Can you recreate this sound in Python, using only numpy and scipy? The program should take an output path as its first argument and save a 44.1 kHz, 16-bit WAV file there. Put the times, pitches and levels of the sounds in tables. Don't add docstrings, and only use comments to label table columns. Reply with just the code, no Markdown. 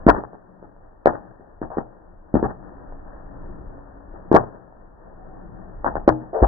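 import sys
import numpy as np
from scipy import signal
from scipy.fft import rfft, irfft, next_fast_len
from scipy.io import wavfile
from scipy.ndimage import map_coordinates

SR = 44100
rng = np.random.default_rng(int(sys.argv[2]) if len(sys.argv) > 2 else 0)


def boost(x):
    u = np.asarray(x, float) / 20
    return 10 ** u


def waveform_to_disk(signal):
    frames = np.transpose(np.atleast_2d(signal))
    scaled = np.clip(frames, -1, 1) * 32767
    samples = np.round(scaled).astype(np.int16)
    wavfile.write(sys.argv[1], SR, samples)


N = 285327

PORT_LAG_S = 0.00022


# start in seconds, peak
# level in dB, pitch in Hz, far wall echo in dB.
HULL_CRACKS = [(0.0659, 0.5, 260, -2), (0.1485, -14.5, 870, -8), (0.2374, -21, 740, -5),
               (0.3319, -31.5, 610, -10), (0.6266, -32, 480, -11), (0.7642, -41, 670, -10),
               (1.0582, 2, 560, -5), (1.1354, -20.5, 630, -14), (1.3964, -38, 300, 2),
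               (1.616, -18.5, 335, -4), (1.703, -29.5, 740, -11), (1.7709, -15, 393, 6.5),
               (2.3413, -7, 240, 5.5), (2.4274, -9, 340, -0.5), (2.4837, -37, 210, -10),
               (2.9236, -31.5, 670, -15), (3.7805, -37, 505, -12), (4.1405, -34, 408, -9),
               (4.3152, -3, 330, 1), (4.3426, 0, 330, -17), (4.437, -22, 460, -20), (4.547, -33, 550, -3),
               (4.7247, -39, 650, -7), (5.845, -11, 800, -12.5), (5.9547, -12, 662, -3),
               (6.0773, 1, 391, 0.5), (6.2166, -36.5, 240, -15), (6.4262, -3.5, 381, -3),
               (.0875, 4, 597, -1.5), (0.0933, -4.5, 330, -10.5), (0.102, -3.5, 824, -9),
              (.1707, -29, 240, 12.5), (1.0725, -1, 630, -9.5), (1.1544, -24, 630, -2.5),
              (2.3542, -13, 240, 9), (4.3492, -0.5, 647, -2), (4.3535, -1, 476, -6.5),
              (4.3669, 0, 900, -15.5), (5.8485, -18.5, 670, 6), (5.8646, -8.5, 933, -2.5),
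              (6.0811, 0, 520, -6), (6.0905, 0, 900, -17), (6.435, -6.5, 600, -18)]


def pops():
    out = np.zeros((2, N + SR))
    t = np.arange(SR // 10) / SR
    for s, db, hz, far_db in HULL_CRACKS:
        snap_hz = min(2.4 * hz, 1300)
        snap_start = 0.3 / hz - 0.3 / snap_hz
        snap = dip(np.clip(t - snap_start, 0, 1) * snap_hz)
        crack = dip(t * hz) + 95 / hz * snap
        far_ms = rng.normal(12.9, 0.4)
        add(out, s, boost(db) * filtered(crack, walls(-7, far_db, far_ms)))
    return out[:, :N]


def dip(cycles):
    return -np.sin(2 * np.pi * cycles) * cycles ** 2 * np.exp(-4.2 * cycles) * 46


def walls(near_db, far_db, far_ms):
    near_s = 0.009

    def late(f, s):
        return np.exp(-2j * np.pi * f * s)

    def left(f):
        thin = f / (f + 250) * 1.4
        sharp = 1.8 * f / (f + 500)
        near = boost(near_db) * late(f, near_s)
        far = boost(far_db) * sharp * late(f, far_ms / 1000)
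        return late(f, PORT_LAG_S) + thin * (near - far)

    return lambda f: np.array([left(f), 1 + 0 * f])


# start in seconds, length in seconds, level in dB, centre in Hz, width in Hz.
STEAM_JETS = [
    (0.08, 0.016, -10.5, 900, 1300),
    (1.703, .06, -37, 695, 600),
    (4.355, 0.006, -12, 950, 700),
    (5.847, 0.035, -27.5, 790, 530),
    (6.329, .085, -23, 530, 440),
    (6.423, 0.019, -18, 700, 490),
    (5.17, 0.45, -54, 743, 50),
    (2.7, 1.45, -53, 280, 15),
]


def steam():
    out = np.zeros((2, N + SR))
    for s, length, db, hz, width_hz in STEAM_JETS:
        t = np.arange(round((length + 0.25) * SR)) / SR
        noise = rng.standard_normal(len(t))
        jet = unit(filtered(noise, lambda f: resonance(f, hz, width_hz) ** 3))
        jet = unit(jet * boost(1.9 * wobble(150)[:len(t)]))
        attack = np.clip(t / (0.013 * length + 0.00036), 0, 1)
        decay_db = -6 * t / length - 230 * np.clip(t - length, 0, 1) - 15 * (t > length)
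        add(out, s, boost(db) * filtered(jet * attack * boost(decay_db), walls(-14, 4, 12.4)))
    return out[:, :N]


# frequency in Hz, level in dB, 60 dB decay time in seconds.
PAN_MODES = [(124, -6, .4), (231, -5, .4), (314, -1, .33), (415, -2, .33), (495, -6, .3), (587, -5, .3),
             (689, -5, .25), (861, -9, .25)]


def thumps():
    out = np.zeros((2, N + SR))
    t = np.arange(SR // 2) / SR
    sides_db = 1.5 * np.array([[0.5], [-0.5]])
    right = np.array([[0], [1]])
    cycles = 50.8 * t + 0.25 * (1 - np.exp(-t / 0.0045))
    flexing = -np.sin(2 * np.pi * cycles) * (1 - np.exp(-t / 0.0044))
    for s, db, ring_db, room_db, room_hz in contacts():
        thump = boost(db + sides_db - 60 * t / 0.19) * flexing
        ring = 0
        for hz, level, t60 in PAN_MODES:
            mode_db = level + rng.normal(0, 2.1) + along(PORT_SHADE, hz) * right - 60 * t / t60
            phase = rng.uniform(0, 2 * np.pi, (2, 1))
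            ring = ring + boost(mode_db) * np.sin(2 * np.pi * hz * t + phase)
        ring = boost(ring_db) * ring * (1 - np.exp(-t / 0.03))
        add(out, s, thump + ring + boost(room_db) * reverberation(room_hz, t))
    return out[:, :N]


# start in seconds, thump level in dB, ring level in dB,
# reverberation level in dB, reverberation pitch in Hz.
HEAVY_BLOWS = [(.066, -13, -22, -17, 400), (.088, -22, -24.5, -18, 800), (1.058, -31.5, -35.5, -19, 600),
               (1.073, -39.5, -36, -24, 700), (1.615, -41, -35, -31.5, 400), (1.768, -35, -28, -28.5, 408),
               (2.34, -17.5, -23.5, -21, 359), (2.356, -27, -33, -29, 420), (2.427, -26, -29, -23, 450),
               (4.315, -29.5, -22.5, -20, 393), (4.343, -25.5, -23.5, -13.5, 624),
               (4.368, -39, -36.5, -27.5, 790), (5.845, -42, -38, -25, 810), (5.865, -42.5, -35, -28, 648),
               (5.953, -36, -33, -30, 560), (6.419, -3, -31.5, -19.5, 701), (6.076, -22, -14, -23, 480)]
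# start in seconds, reverberation level in dB, its pitch in Hz.
LIGHT_TAPS = [(.149, -30.5, 800), (.172, -34, 503), (.333, -46, 500), (0.627, -49, 595), (1.136, -35, 686),
              (1.396, -49.5, 389), (2.485, -36.5, 690), (2.924, -59, 690), (4.141, -44, 497),
              (4.547, -51.5, 596), (6.215, -43.5, 495)]


def contacts():
    thump_db, ring_db = -7, -1
    taps = [(s, db + thump_db, db + ring_db, db, hz) for s, db, hz in LIGHT_TAPS]
    return HEAVY_BLOWS + taps


# frequency in Hz, level in dB per Hz.
ECHO_COLOUR = [(35, -41.5), (60, -14.5), (167, -10), (321, 1.5), (461, -10), (870, -5), (949, -11.5),
               (1900, -15.5), (2470, -49.5), (4180, -120)]
# frequency in Hz, 60 dB decay time in seconds.
KITCHEN_DECAY = [(40, 0.45), (110, 0.28), (280, 0.13), (740, 0.22), (1900, 0.1)]
# frequency in Hz, level in dB.
PORT_SHADE = [(100, 0), (300, -4.5), (1000, -6), (1900, -3)]


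def reverberation(pitch_hz, t):
    knots = np.mgrid[:2, :len(t)] * [[[1]], [[400 / SR]]]
    uneven_db = 4.5 * map_coordinates(rng.standard_normal((2, 250)), knots)
    spikes = rng.standard_normal((2, len(t))) * boost(uneven_db)
    spikes[1] = 0.15 * np.roll(spikes[0], -round(PORT_LAG_S * SR)) + 0.93 * spikes[1]
    hz, frame, z = signal.stft(spikes, SR, nperseg=512)
    tilt = ((hz + 50) / 550) ** (0.87 * np.log(pitch_hz / 550))
    colour = boost(along(ECHO_COLOUR, hz) + [[0], [1]] * along(PORT_SHADE, hz)) * tilt
    decay = boost(-60 * frame / along(KITCHEN_DECAY, hz)[:, None])
    echoes = signal.istft(z * colour[..., None] * decay, SR, nperseg=512)[1][:, :len(t)]
    build = 0.25 * np.clip(t / 0.003, 0, 1) + 0.75 * np.clip((t - 0.009) / 0.008, 0, 1)
    return build * echoes / np.sqrt(np.mean(echoes[0, 800:2600] ** 2))


# time in
# seconds, level in dB.
FLAME_LEVEL = [(0.0, -35.5), (0.07, -43.5), (0.21, -65), (0.54, -59.5), (0.97, -54), (1.42, -59),
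               (1.67, -47.5), (1.96, -54.5), (3.46, -43), (4.05, -45.5), (4.29, -47), (4.63, -54.5),
               (5.84, -44.5), (5.98, -37.5), (6.16, -55.5), (6.47, -49.5)]
# time in seconds, level in dB.
OIL_LEVEL = [(0, -45), (.4, -52), (.9, -54.5), (1.3, -50), (1.45, -54), (2.3, -53.5), (2.65, -46.5),
             (3.0, -45.5), (4.1, -47), (4.3, -44.5), (4.7, -54), (5.03, -50.5), (5.35, -47), (5.85, -46.5),
             (6.3, -47), (6.47, -48)]
# frequency in Hz, level in dB per Hz.
RUMBLE_COLOUR = [(10, -35), (20, 3), (40, -5.5), (90, -15.5), (140, -27), (300, -120)]
# frequency in Hz, width in Hz, level in dB.
DRONE_BANDS = [(122, 40, -3), (176, 53, -2), (300, 105, -8)]
# frequency in Hz, level in dB per Hz.
SIZZLE_COLOUR = [(80, -25), (200, 1), (400, -0.5), (650, 2), (900, -2), (1300, -9), (1700, -12),
                 (2000, -18)]


def stove():
    oil_db = curve(OIL_LEVEL)
    stirred = splashes()

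    def follow(db, grows):
        steady_db = db + oil_db.mean() + grows * (oil_db - oil_db.mean())
        return np.hypot(boost(steady_db), boost(db) * stirred)

    low = rng.standard_normal(N) + 0.3 * rng.standard_normal((2, N))
    rumble = unit(filtered(low, lambda f: boost(along(RUMBLE_COLOUR, f))))
    rumble = rumble * boost(curve(FLAME_LEVEL) + 3.3 + 2.1 * wobble(3.6))

    def drone_response(f):
        return sum(boost(db) * resonance(f, hz, width_hz) ** 2 for hz, width_hz, db in DRONE_BANDS)

    drone = unit(filtered(rng.standard_normal((2, N)), drone_response))
    drone = drone * follow(-2, 1.72) * boost(-3.5 + 3.5 * wobble(3.1))

    spits = boost(1.1 * np.array([wobble(250), wobble(250)]) + 1.2 * wobble(12))
    sizzle = filtered(rng.standard_normal((2, N)) * spits, lambda f: boost(along(SIZZLE_COLOUR, f)))
    sizzle = unit(sizzle) * follow(-1.5, 0.86)

    sides = boost([[5.2], [-0.3]])
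    return rumble + sides * (drone + sizzle)


def splashes():
    level_db, t60_s, rise_s = -21, 0.77, 0.04
    power = np.zeros((1, N + SR))
    t = np.arange(SR) / SR
    for s, _, _, room_db, _ in contacts():
        swell = boost(room_db + level_db - 60 * t / t60_s) * (1 - np.exp(-t / rise_s))
        add(power, s, swell[None] ** 2)
    return np.sqrt(power[0, :N])


def unit(x):
    return x / np.sqrt(np.mean(x ** 2) + 1e-20)


def along(points, hz):
    f, v = np.transpose(points)
    return np.interp(np.log(hz + 1), np.log(f + 1), v)


def curve(rows):
    return np.interp(np.arange(N) / SR, *np.transpose(rows))


def wobble(rate):
    knots = rng.standard_normal(int(N * rate / SR) + 4)
    return map_coordinates(knots, [np.arange(N) * rate / SR])


def filtered(x, response):
    m = next_fast_len(x.shape[-1] + 8192)
    spectrum = rfft(x, m) * response(np.fft.rfftfreq(m, 1 / SR))
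    return irfft(spectrum, m)[..., :x.shape[-1]]


def resonance(f, hz, width_hz):
    return 1j * f * width_hz / (hz * hz - f * f + 1j * f * width_hz + 1e-9)


def add(track, s, sound):
    start = round(s * SR)
    track[:, start:start + sound.shape[1]] += sound


def scene():
    return pops() + steam() + thumps() + stove()


def roll_off(x):
    return signal.sosfilt(signal.butter(12, 20000, fs=SR, output="sos"), x)


def record(dry):
    top_hz, spill_hz = 1900, 2400

    def edge(hz, top):
        return 1 / (1 + np.exp(np.clip((hz - top) / 14, -50, 50)))

    overloaded = np.clip(dry, -1.02, 1.02)
    slowed = filtered(overloaded, lambda hz: edge(hz, top_hz))
    spill = boost(-41) * dry + boost(-9) * (overloaded - dry)
    slowed += filtered(spill, lambda hz: edge(hz, spill_hz) - edge(hz, top_hz))
    hiss = boost(-95.3) * filtered(rng.standard_normal((2, N)), lambda hz: hz < 16000)
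    return roll_off(np.clip(slowed, -1, 1) + hiss)


dry = scene()
out = record(dry)
waveform_to_disk(out)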